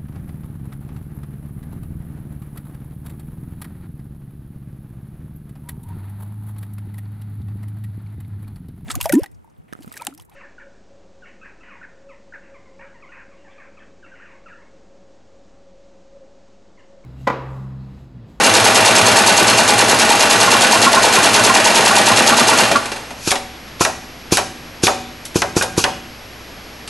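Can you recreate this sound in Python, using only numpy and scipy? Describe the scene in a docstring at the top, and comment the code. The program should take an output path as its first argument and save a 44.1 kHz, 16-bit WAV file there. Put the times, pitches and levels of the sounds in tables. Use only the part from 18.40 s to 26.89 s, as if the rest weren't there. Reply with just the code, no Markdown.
"""Heavy sewing machine tacking webbing

A programmable machine sews a ring of stitches into thick webbing, close by, in a workshop.
Each shaft turn repeats one round of metal contacts over gear whirr; feed motors jerk the work along.
The shaft brakes; air cylinders work the foot, thread hook and cutter, each with thump, hiss and end stop."""
import sys
import numpy as np
from scipy import signal
from scipy.fft import rfft, irfft, next_fast_len
from scipy.io import wavfile
from scipy.ndimage import uniform_filter1d

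SR = 44100
rng = np.random.default_rng(int(sys.argv[2]) if len(sys.argv) > 2 else 0)


def dump(signal):
    """Clip the signal to [-1, 1] and save it as 16-bit WAV at the path in sys.argv[1]."""
    limited = np.clip(np.atleast_2d(signal).T, -1, 1)
    pcm = np.round(limited * 32767).astype(np.int16)
    wavfile.write(sys.argv[1], SR, pcm)


N = 374409
TIME = np.arange(N) / SR
STITCH_HZ, FIRST_STITCH_S, LAST_CONTACT_S = 9.6632, .0036, 4.26
EDGES_HZ = 22.5 * 2 ** np.arange(0, 9.6, .5)
# half-octave bands: centre/Hz, width/Hz, filter
BANDS = [(np.sqrt(lo * hi), hi - lo, signal.butter(2, [lo, hi], "band", fs=SR, output="sos"))
         for lo, hi in zip(EDGES_HZ, EDGES_HZ[1:])]
# load of the webbing on the machine: t/s, level/dB
WEBBING_LOAD = [(0, -3.5), (.7, -2), (1.3, -4.5), (1.9, -4), (2.2, -3), (3.2, -3.5), (4.0, -4), (4.23, -3)]
# knocks of the last slow turn and the brake: t/s, level/dB, centre/Hz
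BRAKE_KNOCKS = [(4.314, -10.5, 1000), (4.358, -12, 2200), (4.456, -22.5, 3000), (4.517, -20.5, 2480),
                (4.561, -27, 2530), (4.706, -30.5, 1640)]
# decay of lever and brake knocks: f/Hz, t60/s
KNOCK_DECAY = [(100, 0.024), (500, 0.12), (1500, 0.082), (4000, 0.12), (10000, 0.1)]
# steel bed: f/Hz, level/dB, t60/s
BED_MODES = [(242, -17.5, 1.0), (404, -8, 0.34), (567, -6.5, 0.4), (668, -10.5, 0.37), (740, -9.5, 0.52),
             (761, -6, 0.5), (900, -8, 0.38), (970, -26, 0.7), (1120, -24, 0.72), (1870, -35, .3),
             (2400, -39, 0.28)]
# air cylinder strokes: start/s, stop/s, thump/dB, lever/dB, hiss/dB, clack/dB, clack centre/Hz,
# bed chirp/dB, bed ring/dB, blade/dB
CYLINDER_STROKES = [(4.875, 4.916, -13, -19.5, -18.5, -7, 4260, -15.5, -14.5, -28),
                    (5.409, 5.4497, -6, -5.5, -12.5, -4, 3150, -11.5, -17.5, -30),
                    (5.923, 5.971, -1.5, -13.5, -10.5, -3.5, 6000, -10.5, -16, -13),
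                    (6.436, 6.4688, -3, -19, -11, -2, 2900, -8, -9, -10),
                    (6.958, 7.019, -2.5, -18, -18, -3.5, 2380, -14.5, -21, -15.5),
                    (7.1664, 7.212, -3, -13.5, -16, -22, 2840, -15, -18, -10),
                    (7.379, 7.44, -4.5, -13.5, -15, -3, 3230, -13, -16.5, -14)]


def from_db(db):
    """Decibels to gain."""
    return 10 ** (np.asarray(db) / 20)


def unit_rms(x):
    """Scale to unit power."""
    return x / np.sqrt(np.mean(x ** 2) + 1e-20)


def at_hz(points, hz):
    """Read a table on a log-frequency axis."""
    f, value = np.transpose(points)
    return np.interp(np.log(np.maximum(hz, 1)), np.log(f), value)


def clicks(times_s, heights, size=N):
    """One impulse per blow."""
    samples = np.round(np.asarray(times_s) * SR).astype(int)
    return np.bincount(np.clip(samples, 0, size - 1), heights, size) + 1e-18


def colour(x, spectrum):
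    """Filter by a table of f/Hz, gain/dB."""
    size = next_fast_len(N + SR // 10)
    gain = from_db(at_hz(spectrum, np.arange(size // 2 + 1) * SR / size))
    return irfft(rfft(x, size) * gain, size)[:N]


def noise(spectrum):
    """Steady coloured noise of unit power."""
    return unit_rms(colour(rng.standard_normal(N), spectrum))


def low_cut(x, hz):
    """Small panels radiate little bass."""
    return signal.sosfilt(signal.butter(2, hz, "high", fs=SR, output="sos"), x)


def modes(times_s, db, table):
    """Each blow rings all modes of one body as decaying sines."""
    force = clicks(times_s, from_db(db))
    out = np.zeros(N)
    for hz, mode_db, t60_s in table:
        r, w = from_db(-60 / (t60_s * SR)), 2 * np.pi * hz / SR
        out += from_db(mode_db) * signal.lfilter([0, r * np.sin(w)], [1, -2 * r * np.cos(w), r * r], force)
    return out


def shaft_noise(repeat):
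    """White noise; the share `repeat` of its power recurs every shaft turn."""
    periodic = np.resize(rng.standard_normal(round(SR / STITCH_HZ)), N)
    return np.sqrt(repeat) * periodic + np.sqrt(1 - repeat) * rng.standard_normal(N)


def blows(rows, decay, crack, repeat=0, travel_s=0):
    """Struck steel: a crack, then dense modes dying by band. Rows: t/s, level/dB, centre/Hz, spread/oct."""
    t_s, db, centre_hz, spread_oct = np.transpose(rows)
    shares = np.array([np.exp(-.5 * (np.log2(hz / centre_hz) / spread_oct) ** 2) for hz, _, _ in BANDS])
    power = shares / shares.sum(0) * from_db(db) ** 2
    first, last = max(int(t_s.min() * SR), 0), min(int((t_s.max() + .5) * SR), N)
    white = [shaft_noise(repeat)[first:last] for _ in range(2)]
    out = np.zeros(N)
    for k, (hz, width_hz, sos) in enumerate(BANDS):
        if hz < 60 or power[k].max() < 1e-6:
            continue
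        delay_s = travel_s * np.maximum(np.sqrt(centre_hz / hz) - .5, 0)   # low bending waves lag
        energy = clicks(t_s - first / SR + delay_s, power[k], size=last - first)
        fade = np.exp(-2 * np.log(1000) / (at_hz(decay, hz) * SR))
        envelope = np.sqrt(signal.lfilter([1], [1, -fade], energy))
        drive = envelope * white[k % 2] + crack * np.sqrt(energy) * (-1) ** k
        out[first:last] += signal.sosfilt(sos, drive) * np.sqrt(SR / 2 / width_hz)
    return out


def stitch_clatter(scatter_db, jitter_s):
    """Needle bar, hook, take-up and foot strike in the same order each turn."""
    # contacts within one turn: t/s, level/dB, centre/Hz, spread/oct
    contacts = [(.006, -13.5, 2000, 0.6), (0.031, -12, 2200, .75), (.032, -12.5, 7700, 0.31),
                (.0335, -14.5, 410, 0.26), (.040, -9, 5400, .42), (.044, -8, 4300, 0.61),
                (0.0504, -7, 840, 0.22), (0.0536, -10, 2100, 0.58), (.056, -10.5, 537, 0.44),
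                (.060, -8, 5600, 0.76), (.065, -7.5, 1420, 1.04), (0.0707, -8, 1700, 1.15),
                (0.076, -5.5, 736, 0.88), (.084, -15, 300, 0.62), (.088, -10.5, 1100, 0.37),
                (.092, -8.5, 2800, 1.5), (.098, -13, 895, 0.99), (.100, -24, 112, .11)]
    # their decay: f/Hz, t60/s
    contact_decay = [(100, 0.047), (300, 0.033), (1000, 0.018), (3000, 0.059), (10000, 0.093)]
    turns_s = np.arange(FIRST_STITCH_S, LAST_CONTACT_S, 1 / STITCH_HZ)
    rows = np.concatenate([np.array(contacts) + [t_s, 0, 0, 0] for t_s in turns_s])
    rows[:, :2] += rng.standard_normal((len(rows), 2)) * [jitter_s, scatter_db]
    rows[:, 1] += np.interp(rows[:, 0], *np.transpose(WEBBING_LOAD))
    return blows(rows[rows[:, 0] < LAST_CONTACT_S], contact_decay, crack=2.0, repeat=0.12)


def gear_whirr(brake_s, run_down_db_per_s):
    """The gears whirr with the load and die away once braked."""
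    # gear noise: f/Hz, density/dB
    spectrum = [(40, -47), (70, -74), (110, -19), (220, -4), (500, -1), (900, -0.5), (1500, -4), (2700, -8),
                (5000, -10), (11500, -18.5)]
    load_db = np.interp(TIME, *np.transpose(WEBBING_LOAD))
    run_down_db = run_down_db_per_s * np.maximum(TIME - brake_s, 0)
    return unit_rms(colour(shaft_noise(repeat=0.051), spectrum)) * from_db(load_db - run_down_db)


def cast_head(x):
    """The cast sewing head lifts some pitches and swallows others."""
    # head resonances: f/Hz, width/Hz, lift/dB
    resonances = [(112, 29, 7.5), (167, 58, -1.5), (215.4, 39, 6), (282, 22, -2), (397, 19, 1),
                  (394, 10, -0.5), (590, 26, -1), (651, 80, 6), (716, 23, -6), (803, 96, 5), (916, 25, 5.5),
                  (1158, 9.2, 8), (1492, 31, 8), (1700, 60, 3.5), (1896, 95, 4), (2180, 140, -2),
                  (2402, 140, 5), (2750, 86, 7), (4200, 160, 3.5), (5830, 150, -3), (6376, 78, 8.5),
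                  (8150, 66, 1.5), (11800, 47, -3)]
    for hz, width_hz, lift_db in resonances:
        g, a, c = from_db(lift_db / 2), np.pi * width_hz / SR, -2 * np.cos(2 * np.pi * hz / SR)
        x = signal.lfilter([1 + a * g, c, 1 - a * g], [1 + a / g, c, 1 - a / g], x)
    return x


def stitch_rings(scatter_db, jitter_s):
    """The foot knocks once a turn; the needle bar pings entering and leaving the webbing."""
    foot_s, needle_s = .0505, [.042, .055]   # into the turn
    # f/Hz, level/dB, t60/s
    foot = [(651, -29, 0.36), (842, -33.5, 0.017), (915, -15, 0.088)]
    needle_bar = [(2800, -23, 0.055), (4410, -21.5, 0.039), (6800, -32, 0.04), (10900, -20, 0.033)]
    turns_s = np.arange(FIRST_STITCH_S, LAST_CONTACT_S - foot_s, 1 / STITCH_HZ)
    out = np.zeros(N)
    for offsets_s, part in ([foot_s], foot), (needle_s, needle_bar):
        times_s = np.add.outer(turns_s, offsets_s).ravel()
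        late, weak = rng.standard_normal((len(times_s), 2)).T
        out += modes(times_s + jitter_s * late, -scatter_db * weak, part)
    return out


def shop_noise():
    """Steady distant workshop noise."""
    # background: f/Hz, density/dB
    spectrum = [(20, -5), (31, -9), (42, -24), (80, -7.5), (110, -5), (160, -9.5), (250, -5.5),
                (400, -10.5), (750, -12), (1200, -14.5), (2400, -14.5), (3600, -19.5), (5300, -19),
                (8500, -33)]
    return noise(spectrum)


def electrical_hum():
    """Mains hum and the whine of the drive electronics."""
    # f/Hz, rms level/dB
    tones = [(59.6, -47), (11396, -53)]
    return sum(from_db(db) * np.sqrt(2) * np.sin(2 * np.pi * hz * TIME) for hz, db in tones)


def feed_motor(burst_s, tone_db, clamp_db):
    """The motor sings briefly as it steps the work clamp, which rings on."""
    # motor jerks: t/s, level/dB, f/Hz
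    jerks = [(2.074, -15, 1076), (2.139, -16.5, 1084), (2.3548, -19, 1070), (2.4665, -8.5, 1090),
             (2.5679, -11, 1066), (2.7716, -15.5, 1055), (3.0954, -12.5, 1054), (3.508, -16.5, 1124),
             (3.713, -15.5, 1050), (3.921, -15, 1160), (4.0033, -18, 1190), (4.13, -18, 1080),
             (4.354, -11, 1150)]
    # work clamp: f/Hz, level/dB, t60/s
    clamp_modes = [(246, -7.5, 0.27), (1398, 1.5, 0.13)]
    age_s = np.arange(int(burst_s * SR)) / SR
    window = signal.windows.tukey(len(age_s), .5)
    tones = np.zeros(N)
    for t_s, db, hz in jerks:
        at = int(t_s * SR)
        tones[at:at + len(age_s)] += from_db(db + tone_db) * window * np.sin(2 * np.pi * hz * age_s)
    times_s, jerk_db, _ = np.transpose(jerks)
    return tones + modes(times_s, jerk_db + clamp_db, clamp_modes)


def brake_knocks(spread_oct):
    """The last slow turn and the brake knock the steelwork."""
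    return blows([(*knock, spread_oct) for knock in BRAKE_KNOCKS], KNOCK_DECAY, crack=1.7)


def brake_ring():
    """The jolts of stopping ring the steel bed."""
    times_s, db, _ = np.transpose(BRAKE_KNOCKS)
    return modes(times_s, db, BED_MODES)


def exhaust(lead_s, rise_s, sag_s, tail_s):
    """Each jet starts ahead of its piston, sags as pressure drops and dies after the end stop."""
    # air jet: f/Hz, density/dB
    spectrum = [(500, -23), (1500, 2), (2000, -11), (2450, 7.5), (3200, 0.5), (4500, 5.5), (6500, 7.5),
                (8500, -1), (11500, -0.5)]
    seep_s, seep_db, swell_db_per_s = 0.12, -30.5, 205   # air seeps before the first stroke
    wait_s = CYLINDER_STROKES[0][0] - TIME
    power = from_db(seep_db - swell_db_per_s * np.abs(wait_s)) ** 2 * (wait_s > 0) * (wait_s < seep_s)
    for start_s, stop_s, _, _, hiss_db, *_ in CYLINDER_STROKES:
        age_s = np.maximum(TIME - start_s + lead_s, 0)
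        opening = np.minimum(age_s / rise_s, 1) ** 2
        pressure = np.exp(-age_s / sag_s - np.maximum(TIME - stop_s, 0) / tail_s)
        power += (from_db(hiss_db) * opening * pressure) ** 2
    return np.sqrt(power) * noise(spectrum)


def linkage(valve_lead_s, valve_db, valve_hz, lever_hz):
    """A valve clicks before each stroke, a lever knocks as it starts off, latches tick."""
    # latches and loose parts: t/s, level/dB, centre/Hz
    ticks = [(4.906, -11, 6000), (4.955, -18.5, 2500), (5.276, -37, 2000), (5.98, -12, 3020),
             (6.852, -25.5, 8460), (7.223, -13.5, 7140), (8.476, -27.5, 4020)]
    valve_oct, lever_oct, latch_oct = 2.4, 0.29, 1.0
    start_s, _, _, lever_db, *_ = np.transpose(CYLINDER_STROKES)
    valves = [(t_s - valve_lead_s, valve_db, valve_hz, valve_oct) for t_s in start_s]
    levers = [(t_s, db, lever_hz, lever_oct) for t_s, db in zip(start_s, lever_db)]
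    latches = [(*tick, latch_oct) for tick in ticks]
    return blows(valves + levers + latches, KNOCK_DECAY, crack=2.5)


def table_thumps():
    """Each stroke thumps the table as it starts."""
    # table: f/Hz, level/dB, t60/s
    table_modes = [(106, -13.5, 0.2), (166, -12, 0.067), (198, -2.5, 0.041), (315, -2, 0.032),
                   (351, 1, 0.053), (452, -9.5, 0.16)]
    start_s, _, thump_db, *_ = np.transpose(CYLINDER_STROKES)
    return -low_cut(modes(start_s, thump_db, table_modes), hz=87.0)


def end_stops(clack_oct, chirp_hz, chirp_oct, chirp_t60_s, travel_s):
    """A short clack rings the blade, sends a falling chirp through the bed and leaves it ringing."""
    # clack decay: f/Hz, t60/s
    clack_decay = [(500, .06), (1500, .05), (4000, .035), (10000, .028)]
    # cutter blade: f/Hz, level/dB, t60/s
    blade_modes = [(1482, -1, .11), (1600, 0, .07), (2480, -1, .05)]
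    _, stop_s, _, _, _, clack_db, clack_hz, chirp_db, ring_db, blade_db = np.transpose(CYLINDER_STROKES)
    clack_rows = [(*row, clack_oct) for row in zip(stop_s, clack_db, clack_hz)]
    chirp_rows = [(t_s, db, chirp_hz, chirp_oct) for t_s, db in zip(stop_s, chirp_db)]
    clacks = blows(clack_rows, clack_decay, crack=3.8)
    chirps = blows(chirp_rows, [(chirp_hz, chirp_t60_s)], crack=4.6, travel_s=travel_s)
    return clacks + chirps + modes(stop_s, ring_db, BED_MODES) + modes(stop_s, blade_db, blade_modes)


def cylinders():
    """Air drives each piston and its lever against an end stop."""
    levers = linkage(valve_lead_s=.0135, valve_db=-28, valve_hz=1400, lever_hz=1000)
    stops = end_stops(clack_oct=1, chirp_hz=894, chirp_oct=0.61, chirp_t60_s=0.2, travel_s=0.017)
    hiss = exhaust(lead_s=0.0094, rise_s=0.011, sag_s=0.039, tail_s=0.17)
    return from_db(-0.5) * table_thumps() + from_db(1.5) * levers + stops + from_db(7.5) * hiss


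def room(x, gap_s):
    """Diffuse workshop echo; the bass lasts longest."""
    # reverberation: f/Hz, t60/s
    decay = [(100, 0.9), (700, 0.29), (3000, 0.63), (10000, 0.43)]
    age_s = TIME[:SR * 3 // 5]
    white = rng.standard_normal((2, len(age_s)))
    tail = sum(signal.sosfilt(sos, white[k % 2]) * from_db(-60 * age_s / at_hz(decay, hz))
               for k, (hz, _, sos) in enumerate(BANDS))
    tail *= age_s > gap_s
    return signal.fftconvolve(x, tail / np.linalg.norm(tail))[:N]


def side_reflections(x, fade_s):
    """Nearby panels and walls reflect a stereo side signal."""
    # stereo width: f/Hz, side over mid/dB
    width = [(110, -30), (190, -34.5), (350, -18), (620, -12), (1120, -12), (2010, -14), (3610, -12),
             (4400, -31), (6000, -87)]
    age_s = TIME[:SR // 5]
    echoes = rng.standard_normal(len(age_s)) * np.exp(-age_s / fade_s)
    return colour(signal.fftconvolve(x, echoes / np.linalg.norm(echoes))[:N], width)


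def scene():
    """The machine in its room, over shop noise and hum, in stereo."""
    clatter = from_db(-1.5) * stitch_clatter(scatter_db=1.0, jitter_s=.0002)
    whirr = from_db(-13.5) * gear_whirr(brake_s=4.22, run_down_db_per_s=55)
    knocks = from_db(-0.5) * brake_knocks(spread_oct=2)
    rings = stitch_rings(scatter_db=1.5, jitter_s=.0003)
    feed = feed_motor(burst_s=0.021, tone_db=3.5, clamp_db=-0.5)
    sewing = low_cut(cast_head(clatter + whirr + knocks) + rings + feed, hz=60.0)
    machine = from_db(3.5) * sewing + from_db(-6) * brake_ring() + from_db(-1) * cylinders()
    near = machine + from_db(-13) * room(machine, gap_s=0.0079)
    shop = from_db(-36.5) * shop_noise()
    side = side_reflections(near + from_db(3.5) * shop, fade_s=0.021)   # distant noise is more diffuse
    return near + shop + electrical_hum() + side * np.array([[1], [-1]])


def gain_control(x, threshold_db, squeeze, release_db_per_s):
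    """Loud passages cut the gain at once; it recovers slowly."""
    power = uniform_filter1d(np.mean(x ** 2, axis=0), size=SR // 100)
    level_db = 10 * np.log10(np.maximum(power, 1e-12))
    held_db = np.maximum.accumulate(level_db + release_db_per_s * TIME) - release_db_per_s * TIME
    excess_db = uniform_filter1d(np.maximum(held_db - threshold_db, 0), size=SR // 250)
    return x * from_db(-squeeze * excess_db)


def record(dry):
    """Gain control, soft clipping and a steep treble cut."""
    even = gain_control(dry, threshold_db=-11.0, squeeze=0.48, release_db_per_s=28.5)
    rounded = even / (1 + even ** 6) ** (1 / 6)
    cutoff_hz = 11650
    return signal.sosfilt(signal.ellip(12, .1, 70, cutoff_hz, fs=SR, output="sos"), rounded)


dry = scene()
out = record(dry)
dump(out)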